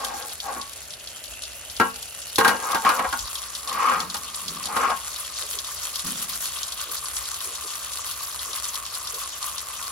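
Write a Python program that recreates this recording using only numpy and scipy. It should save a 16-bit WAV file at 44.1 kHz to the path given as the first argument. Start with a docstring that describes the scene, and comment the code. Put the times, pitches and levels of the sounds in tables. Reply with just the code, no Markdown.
"""Tiled floor: a steel-wool pad scours a three-bladed metal fan in quick to-and-fro strokes.
Filtered grains make the wires rasp; snap bursts make them snag; a broad resonance hums for the held blade.
In the first five seconds the fan knocks on the tiles and drags over them: decaying modes clang,
stick-slip grains scrape. Behind: steady air, dull rumbles, soft bumps and faint wavering tones."""
import sys
import numpy as np
from scipy import signal
from scipy.fft import rfft, irfft, next_fast_len
from scipy.io import wavfile
from scipy.ndimage import uniform_filter1d

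SR = 44100
rng = np.random.default_rng(int(sys.argv[2]) if len(sys.argv) > 2 else 0)


def materialize(psi):
    """Save the field psi as 16-bit PCM at rate SR to the path in sys.argv[1].

    A 1-D psi becomes a single channel; in a 2-D psi each row is a channel.
    """
    bounded = np.clip(np.atleast_2d(psi).T, -1, 1)
    quanta = np.round(bounded * 32767).astype(np.int16)
    wavfile.write(sys.argv[1], SR, quanta)


N = 437031
TIME = np.arange(N) / SR
SIZE = next_fast_len(N + SR)
FREQS = np.arange(SIZE // 2 + 1) * SR / SIZE
SET_DOWN_S = 2.3   # fan held up before this; at most its rim touches the tiles


def from_db(db):
    """Decibels to gain."""
    return 10 ** (np.asarray(db) / 20)


def rms_one(x):
    """Scale to unit power."""
    return x / np.sqrt(np.mean(x ** 2) + 1e-20)


def level(rows):
    """Gain along (s, dB) rows, silent outside them."""
    s, db = np.transpose(rows)
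    inside = (TIME >= s[0]) * (TIME <= s[-1])
    return from_db(np.interp(TIME, s, db)) * inside


def at_hz(points, hz):
    """Read a table on a log-frequency axis."""
    f, value = np.transpose(points)
    return np.interp(np.log(hz + 1), np.log(f), value)


def colour(x, spectrum):
    """Causal (minimum-phase) filter with the given (Hz, dB) spectrum."""
    size = next_fast_len(len(x) + 2048, True) // 2 * 2
    hz = np.arange(size // 2 + 1) * SR / size
    cepstrum = irfft(np.log(from_db(at_hz(spectrum, hz))))
    # fold the cepstrum onto positive time
    cepstrum[1:size // 2] *= 2
    cepstrum[size // 2 + 1:] = 0
    return irfft(rfft(x, size) * np.exp(rfft(cepstrum)))[:len(x)]


def band(x, hz, kind):
    """Butterworth filter of design order 2."""
    return signal.sosfilt(signal.butter(2, hz, kind, fs=SR, output="sos"), x)


def resonate(x, hz, width_hz):
    """One two-pole resonance, about unit gain on top."""
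    r = np.exp(-np.pi * width_hz / SR)
    zeros = np.array([1, 0, -1]) * (1 - r * r) / 2
    poles = [1, -2 * r * np.cos(2 * np.pi * hz / SR), r * r]
    return signal.lfilter(zeros, poles, x + 1e-18)


def drift(per_s):
    """Random values, per_s of them a second, joined by straight lines."""
    return np.interp(TIME * per_s, np.arange(20000), rng.standard_normal(20000))


def grains(per_s, spread_db):
    """Random clicks, many small and a few large."""
    size_db = spread_db * np.minimum(rng.exponential(1, N), 5)
    sizes = from_db(size_db) * rng.choice([-1, 1], N)
    return sizes * (rng.random(N) < per_s / SR)


def steady(x, span_s):
    """Even out the slow level, keep the fine grain."""
    power = np.abs(uniform_filter1d(x ** 2, int(span_s * SR)))
    return x / np.sqrt(power + 1e-6 * np.mean(x ** 2))


def add(out, s, sound):
    """Mix a sound in at a time."""
    at = max(round(s * SR), 0)
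    out[at:at + len(sound)] += sound[:N - at]


def dying(t60, count):
    """Noise that dies away, with unit energy."""
    tail = rng.standard_normal(count) * from_db(-60 * TIME[:count] / t60)
    return tail / np.sqrt(np.sum(tail ** 2))


# even-paced stroke runs, each until the next; negative stall lifts the turns:
# start_s, strokes_per_s, relative_level_db, stall_db
STROKE_RUNS = [(0.01, 8.2, -31.5, 3.5), (0.985, 6.6, -37.5, 1), (2.19, 8.0, -34, -0.5),
               (3.56, 7.9, -32.5, -1), (3.94, 7.7, -33, 4), (4.72, 4.5, -32, 2), (4.942, 10, -32.5, 2),
               (5.335, 6.8, -31.5, 3), (5.92, 8.7, -29, 7), (6.148, 8.2, -28, 4.5),
               (7.128, 7.6, -29.5, 3.5), (7.785, 8.2, -29.5, 4), (8.519, 10.2, -29, 4.5),
               (9.01, 7.8, -30.5, 4)]
STALL_SHARPNESS = 1.45   # higher: shorter halt at a turn
STROKE_SAG_DB = 0.5   # push eases from +this to -this along a stroke
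STROKE_SPREAD_DB = 1.02   # stroke-to-stroke firmness


def pad_speed():
    """Rubbing gain: shaped by half-sine travel from turn to turn, whole strokes per run."""
    s, per_s, db, stall_db = np.transpose(STROKE_RUNS)
    bounds = np.append(s, TIME[-1])
    done = np.append(0, np.cumsum(np.round(per_s * np.diff(bounds))))
    stroke, part = np.divmod(np.interp(TIME, bounds, done), 1)
    travel = np.clip(np.sin(np.pi * part), 0, 1)
    run = np.maximum(np.searchsorted(s, TIME) - 1, 0)
    firmness_db = STROKE_SPREAD_DB * rng.standard_normal(200)[stroke.astype(int)]
    push_db = travel * (firmness_db + STROKE_SAG_DB * (1 - 2 * part))
    turn_db = stall_db[run] * (1 - travel) ** STALL_SHARPNESS
    return from_db(np.interp(TIME, s, db) + push_db - turn_db)


# wire rasp spectrum: freq_hz, level_db
RASP_COLOUR = [(200, -39), (600, -8), (1500, -2), (2300, -5.5), (3300, 2.5), (5000, 2), (7000, 2.5),
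               (8600, 1.5), (11000, -1.5), (13000, -6), (16000, -16)]
# wires that catch and spring free at set times: time_s, relative_peak_db, pitch_hz
TIMED_SNAGS = [(0.047, -18, 11500), (0.402, -22, 4240), (0.9053, -26, 6640), (1.2396, -26.5, 9600),
               (1.436, -22.5, 4800), (1.766, -24, 4840), (2.358, -14.5, 10420), (3.191, -21, 6340),
               (3.3542, -21, 3450), (3.675, -23, 4640), (4.003, -18, 4200), (4.143, -21, 7100),
               (4.481, -19, 4430), (4.6565, -18, 9800), (5.5877, -17.5, 4900), (5.9569, -18.5, 5700),
               (6.6313, -18.5, 6000), (7.166, -18, 6100), (7.405, -23, 2950), (8.7554, -19.5, 9810),
               (9.0726, -19.5, 4900), (9.5806, -21, 5800)]


def rasp(speed):
    """Thousands of wire tips slip over the paint; each length band catches in its own clumps."""
    edges_hz = np.geomspace(1200, 17000, num=8)
    clumps = [from_db(3.44 * drift(per_s=39) + 3.84 * drift(per_s=200)) for edge in edges_hz[1:]]
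    clumps[-1] = clumps[-1] * (speed / from_db(-45.0)) ** 0.45   # faster pad: brighter
    grip = from_db(0.47 * drift(per_s=120))
    catches = np.clip(grains(per_s=240, spread_db=3.4), -4.5, 4.5)

    def radiate():
        """Same clumps and catches, fresh fine detail for one draw."""
        wires = band(grains(per_s=10000, spread_db=2.0), edges_hz[0], "low")
        for low, high, clump in zip(edges_hz, edges_hz[1:], clumps):
            wires += clump * band(grains(per_s=14000, spread_db=3.5), [low, high], "band")
        crackle = rms_one(signal.oaconvolve(catches, dying(0.0011, count=SR // 50))[:N])
        contacts = grip * rms_one(wires) + from_db(-4.5) * crackle
        return from_db(-2.5) * speed * rms_one(colour(contacts, RASP_COLOUR))

    caught = np.vstack([TIMED_SNAGS, random_snags(speed)])
    return np.array([radiate() + snags(caught) for draw in range(3)])


RANDOM_SNAGS_PER_S = 7
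WIRE_LOW_HZ, WIRE_HIGH_HZ = 3440, 11600
RANDOM_SNAG_DB, RANDOM_SNAG_SPREAD_DB = -26, 5   # relative peak at median pad speed; spread either way
RANDOM_SNAG_FOLLOWS = 0.27   # share of the pad's level swing


def random_snags(speed):
    """Further snags at random times, stronger at high pad speed: time_s, relative_peak_db, pitch_hz."""
    count = int(RANDOM_SNAGS_PER_S * TIME[-1])
    when, size, length = rng.random((count, 3)).T
    s = (np.arange(count) + when) / RANDOM_SNAGS_PER_S
    speed_db = 20 * np.log10(np.interp(s, TIME, speed) / np.median(speed))
    db = RANDOM_SNAG_DB + RANDOM_SNAG_FOLLOWS * speed_db + RANDOM_SNAG_SPREAD_DB * (2 * size - 1)
    pitch_hz = WIRE_LOW_HZ * (WIRE_HIGH_HZ / WIRE_LOW_HZ) ** length
    return np.column_stack([s, db, pitch_hz])


# snapping wire spectrum: freq_hz, level_db
SNAG_COLOUR = [(300, -46), (1200, -28), (2200, -23), (3300, 6.5), (6000, 2), (8500, -4), (11500, -2),
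               (16000, -29)]
SNAP_T60_S, RATTLE_T60_S = 0.014, 0.056


def snags(rows):
    """A caught wire snaps free, rings at its own pitch and rattles against its neighbours."""
    out = np.zeros(N)
    for s, db, hz in rows:
        crack = dying(SNAP_T60_S, count=SR // 10)
        burst = crack + from_db(5.0) * dying(RATTLE_T60_S, count=SR // 10)
        snap = 0.18 * colour(burst, SNAG_COLOUR)
        snap = snap + resonate(snap, hz, .5 * hz)
        add(out, s, from_db(db + 4.0) * snap / np.abs(snap).max())
    return out


# pad drives the held blade: start_s, end_s, relative_start_db, relative_end_db
HUM_BOUTS = [(3.21, 3.66, -46.5, -52), (4.05, 4.66, -49.5, -45), (5.003, 9.913, -51, -45)]
HUM_UNEVEN_DB = 1.5   # uneven bearing of the pad on the blade


def blade_hum(speed):
    """Held blade: grains through a broad resonance, throbbing with the strokes."""
    hum = resonate(resonate(grains(per_s=600, spread_db=3.5), 1162, 155), 1002, 405)
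    pressure = sum(level([(start, start_db), (end, end_db)])
                   for start, end, start_db, end_db in HUM_BOUTS)
    uneven = from_db(3.0 + HUM_UNEVEN_DB * drift(per_s=13))
    throb = steady(speed, span_s=0.32) ** 1.05
    return uneven * pressure * throb * steady(hum, span_s=0.34)


# main fan modes: nominal_pitch_hz, relative_level_db, nominal_t60_s
FAN_MODES = [(197, -7.5, 0.32), (247.6, -3, 0.29), (278, -10.5, 0.057), (450, -2.5, 0.35), (524, 6, 0.12),
             (736, 0, 0.22), (821, -1, 0.36), (910, 3, 0.2), (907, -4, 0.39), (1006, 2, 0.25),
             (1090, 5.5, 0.22), (1116, 1.5, 0.31), (1227, 3.5, 0.12), (1282, -4, 0.097), (1356, 0, 0.21),
             (1446, 5, 0.15), (1613, 6, 0.17), (1730, -18, 0.15), (1884, 1.5, 0.13), (2050, -25, .12),
             (2320, -10.5, 0.38), (2880, -2.5, 0.27)]
# spectrum of the many short overtones: freq_hz, level_db
CLANG_COLOUR = [(60, -65.5), (200, -9), (550, -4), (850, 0), (1150, -19.5), (1450, -11), (2100, -10.5),
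                (4000, -11.5), (7000, -25.5), (16000, -16.5)]
FAVOUR_DB, FAVOUR_WIDTH_HZ = 9.5, 42   # lift of modes near the favoured pitch


def fan_ring(damping, clang_db, clang_t60, spread_db, favoured_hz=0):
    """Fan's answer to one touch: decaying modes, weighted by the spot, plus dying clang noise."""
    t = TIME[:SR // 3]
    hz, db, t60 = np.transpose(FAN_MODES)[:, :, None]
    db = db + FAVOUR_DB * np.exp(-((hz - favoured_hz) / FAVOUR_WIDTH_HZ) ** 2)
    hz = hz * (1 + 0.0065 * rng.standard_normal(hz.shape))   # blades not quite alike
    strength = from_db(db + spread_db * rng.standard_normal(hz.shape)) * rng.choice([-1, 1], hz.shape)
    decay = from_db(-60 * damping * t / t60)
    modes = np.sum(strength * np.sin(2 * np.pi * hz * t) * decay, axis=0)
    clang = rms_one(colour(dying(clang_t60, count=len(t)), CLANG_COLOUR))
    return rms_one(modes) + from_db(clang_db) * clang


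# fan knocks on the tiles, levels relative:
# time_s, peak_db, weight_db, hardness_db, rebound_delay_s, favoured_pitch_hz
BLOWS = [(0.563, -28.5, -6.5, -23, 0.011, 815), (1.799, -6, -6.5, -19.5, 0.014, 1356),
         (2.383, -6.5, -4, -10, 0.026, 804), (2.447, -6, -16, -14, 0.007, 890),
         (2.479, -12.5, -7.5, -4.5, 0.012, 1613), (2.746, -15, -10.5, -10.5, 0.008, 920),
         (2.849, -11, -15, -17, 0.015, 1093), (2.891, -11.5, -13, -10.5, 0.01, 1010),
         (2.993, -14, -13, -17.5, 0.053, 1010), (3.126, -18, -16, -23, 0.01, 1446),
         (3.914, -14.5, -23, -36, 0.007, 1220), (4.145, -25, -35, -3.5, 0.008, 1220),
         (4.766, -13, -14.5, -13.5, 0.065, 1200), (4.899, -16.5, -22, -18.5, 0.017, 1290)]
REBOUND_DB, REBOUND_WEIGHT_DB, REBOUND_HARDNESS_DB = -1.5, -3.5, -14.5   # against the first touch


def touches():
    """Each knock lands twice, second softer: time_s, peak_db, weight_db, hardness_db, favoured_hz."""
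    for s, db, weight_db, hardness_db, rebound_s, hz in BLOWS:
        yield s, db, weight_db, hardness_db, hz
        yield (s + rebound_s, db + REBOUND_DB, weight_db + REBOUND_WEIGHT_DB,
               hardness_db + REBOUND_HARDNESS_DB, hz)


def knocks():
    """Blow on the fan: short clack first; weight wakes the low modes, hardness the top."""
    out = np.zeros(N)
    for s, db, weight_db, hardness_db, favoured_hz in touches():
        damping = .9 if s < SET_DOWN_S else 1.05   # floor shortens the ring
        ring = fan_ring(damping, clang_db=-1.5, clang_t60=0.093, spread_db=4.0, favoured_hz=favoured_hz)
        ring += from_db(-12.0) * rms_one(colour(dying(0.029, count=len(ring)), CLANG_COLOUR))   # clack
        body = rms_one(band(ring, [620, 1900], "band"))
        low_noise = rms_one(band(dying(0.018, count=len(ring)), [85, 220], "band"))
        thud = rms_one(band(ring, [170, 560], "band")) + from_db(-17.5) * low_noise
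        crack = rms_one(band(band(ring, 5800, "high"), [2000, 11000], "band"))
        blow = body + from_db(weight_db + 3.0) * thud + from_db(hardness_db + 3.5) * crack
        add(out, s, from_db(db + 1.5) * blow / np.abs(body).max())
    return out


# fan shoved over the tiles, levels relative:
# start_s, fastest_s, stop_s, main_resonance_db, rattle_db
SHOVES = [(-0.05, 0.004, 0.36, -38.5, -37), (0.425, 0.487, 0.63, -39, -35.5),
          (2.44, 2.49, 2.58, -26, -26.5), (2.545, 2.757, 2.79, -25.5, -33),
          (2.823, 2.878, 2.956, -15.5, -31), (2.897, 2.996, 3.11, -28, -33.5),
          (3.628, 3.885, 4.09, -19, -34.5), (4.64, 4.854, 4.96, -21.5, -32.5)]
RESONANCE_LAW, RATTLE_LAW = 1.42, 0.77   # exponents on sliding speed


def shoves():
    """Main-resonance and rattle gains as each shove speeds up and slows to a stop."""
    main, rattle = np.zeros((2, N))
    for start, fastest, stop, main_db, rattle_db in SHOVES:
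        sliding = np.interp(TIME, [start, fastest, stop], [0, 1, 0])
        main += from_db(main_db) * sliding ** RESONANCE_LAW
        rattle += from_db(rattle_db) * sliding ** RATTLE_LAW
    return main, rattle


def drags(slips):
    """Rim sticks and slips on the tiles; slips drive the main resonance and rattle the other modes."""
    slips = slips * rng.choice([-1, 1], N)   # own signs in each draw
    main = resonate(resonate(slips, 1084, 170), 1265, 160)
    grit = resonate(band(slips, [1500, 3600], "band"), 1110, 1300)
    dust = band(slips, [2800, 5000], "band")   # crunches under the rim
    main = steady(main, span_s=0.04) + from_db(-7.5) * steady(grit, span_s=0.076)
    main += from_db(-16) * steady(dust, span_s=0.041)
    spot = (TIME * 11).astype(int) % 5   # touching spot travels along the rim
    rattle = np.zeros(N)
    for k in range(5):
        ring = fan_ring(damping=1.0, clang_db=-0.5, clang_t60=0.14, spread_db=2.0)
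        rattle += signal.oaconvolve(slips * (spot == k), ring[:SR // 4])[:N]
    rattle = band(rattle, [240, 2300], "band") + .5 * resonate(rattle, 837, 100)
    rattle += 2.7 * (TIME < SET_DOWN_S) * resonate(rattle, 800, 33)   # held-up blades bend freely
    main_gain, rattle_gain = shoves()
    scrape = main_gain * main + from_db(4.5) * rattle_gain * steady(rattle, span_s=0.11)
    return scrape + 1.4 * resonate(scrape, 1119, 3.3)   # clearest mode sings on after the slips


def lift_off(s, hz, db, t60):
    """Rim leaves the tiles: the freed blade rings out on its clearest mode, a decaying sine."""
    age = np.maximum(TIME - s, 0)
    return from_db(db - 60 * np.minimum(age / t60, 3)) * np.sin(2 * np.pi * hz * age)


def swell_and_die(s, db, rise_s, t60):
    """Gain that rises to a peak at a time, then decays."""
    rise = np.clip(1 + (TIME - s) / rise_s, 0, 1)
    return rise * from_db(db - 60 * np.clip((TIME - s) / t60, 0, 2))


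# dull rumbles: peak_s, relative_peak_db, rise_s, t60_s
RUMBLE_SWELLS = [(3.994, -42, 0.08, 1.2), (4.5, -43, 0.08, 1.3), (6.056, -36.5, 0.019, 0.83)]
# rumble spectrum: freq_hz, level_db
RUMBLE_COLOUR = [(60, -21), (130, -21), (180, -3.5), (255, -9.5), (330, -19), (700, -28.5)]
# soft handling bumps: centre_s, pitch_hz, level_db, half_length_s
SOFT_BUMPS = [(3.103, 65, -48, .07), (3.217, 49.7, -43, 0.095), (5.441, 474, -45.5, 0.036),
              (5.565, 404, -51, 0.062), (6.903, 430, -49, 0.078), (7.489, 436, -47.5, 0.073),
              (7.658, 415, -48, 0.031), (8.507, 424, -52, 0.077), (9.154, 453, -45.5, 0.045)]


def low_sounds():
    """Rumbles: coloured noise that swells and dies; bumps: resonant noise under a Hann swell."""
    noise = steady(colour(rng.standard_normal(N), RUMBLE_COLOUR), span_s=0.069)
    out = from_db(2.5) * sum(swell_and_die(*one) for one in RUMBLE_SWELLS) * noise
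    for s, hz, db, length in SOFT_BUMPS:
        swell = np.hanning(int(2 * length * SR))
        bump = resonate(resonate(rng.standard_normal(SR), hz, .45 * hz), hz, 0.58 * hz)[-len(swell):]
        add(out, s - length, from_db(db) * swell * rms_one(bump))
    return out


# steady air spectrum: freq_hz, level_db
AIR_COLOUR = [(20, -39), (35, -18), (55, 3.5), (75, 0.5), (110, -9.5), (200, -12.5), (400, -13),
              (650, -5.5), (1000, -15), (2700, -10.5), (6000, -44), (16000, -60)]
# faint wavering tones: start_s, end_s, pitch_hz, relative_level_db, wander_share_of_pitch
WAVERING_TONES = [(.5, 2.6, 634, -57.5, 0.12), (.8, 2.8, 2850, -49.5, 0.072), (4.2, 9.9, 600, -68, .1)]


def background():
    """Coloured-noise air, low sounds and sines that wander in pitch and level."""
    out = from_db(-49.5) * rms_one(colour(rng.standard_normal(N), AIR_COLOUR)) + low_sounds()
    for start, end, hz, db, wander in WAVERING_TONES:
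        phase = 2 * np.pi * np.cumsum(hz * (1 + wander * drift(per_s=14))) / SR
        fade = np.clip(np.minimum(TIME - start, end - TIME) / 0.31, 0, 1)
        out += from_db(db) * fade * rms_one(drift(per_s=0.15 * hz) * np.sin(phase))
    return out


# power share common to both channels: freq_hz, share_0_to_1
COMMON_SHARE = [(100, 1), (450, 0.86), (750, 0.26), (1170, 0.94), (1700, 0.14), (2400, 0.78), (4200, 0.34),
                (7400, 0.51), (8200, 0.83), (13500, 1), (16000, 0.6)]
# phase by which left leads: freq_hz, lead_rad
LEFT_LEAD = [(0, 0), (400, -.2), (720, .8), (1200, .3), (1700, -.6), (3400, 1.3), (5200, 1), (5800, -1.6),
             (6800, -.7), (7600, -1.7), (8100, -3.1), (10800, -6.2), (13400, -9.4), (16000, -12.9)]


def to_stereo(draws, room_db, room_t60, pan_db):
    """First draw feeds both channels with a phase lead; the others feed one each, as diffuse sound."""
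    share = np.clip(at_hz(COMMON_SHARE, FREQS), 0, 1)
    sides = np.array([[1], [-1]])
    lead_rad = np.interp(FREQS, *np.transpose(LEFT_LEAD))
    common = np.sqrt(share) * np.exp(.5j * sides * lead_rad)
    room = from_db(room_db) * rfft([dying(room_t60, count=SR // 2) for side in sides], SIZE)
    spectra = rfft(draws, SIZE)
    channels = spectra[0] * (common + room) + np.sqrt(1 - share) * spectra[1:]
    return irfft(channels, SIZE)[:, :N] * from_db(sides * pan_db / 2)


def scene():
    """Pad, fan and background, three draws of each, mixed in stereo."""
    speed = pad_speed()
    slips = grains(per_s=1700, spread_db=2.2)
    fan = [blade_hum(speed) + drags(slips) + knocks() for draw in range(3)]
    fan[0] += lift_off(s=.566, hz=1123, db=-34, t60=0.56)
    air = [background() for draw in range(3)]
    return (to_stereo(rasp(speed), room_db=-11, room_t60=0.077, pan_db=1.5)
            + to_stereo(fan, room_db=-10, room_t60=0.23, pan_db=1.5)
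            + to_stereo(air, room_db=-8.5, room_t60=0.52, pan_db=-2.5))


CUTOFF_HZ = 15900


def record(dry):
    """Round the peaks (tanh), then cut the top steeply."""
    top_cut = 1 / (1 + (FREQS / CUTOFF_HZ) ** 200)
    return irfft(rfft(np.tanh(dry), SIZE) * top_cut, SIZE)[:, :N]


dry = scene()
out = record(dry)
materialize(out)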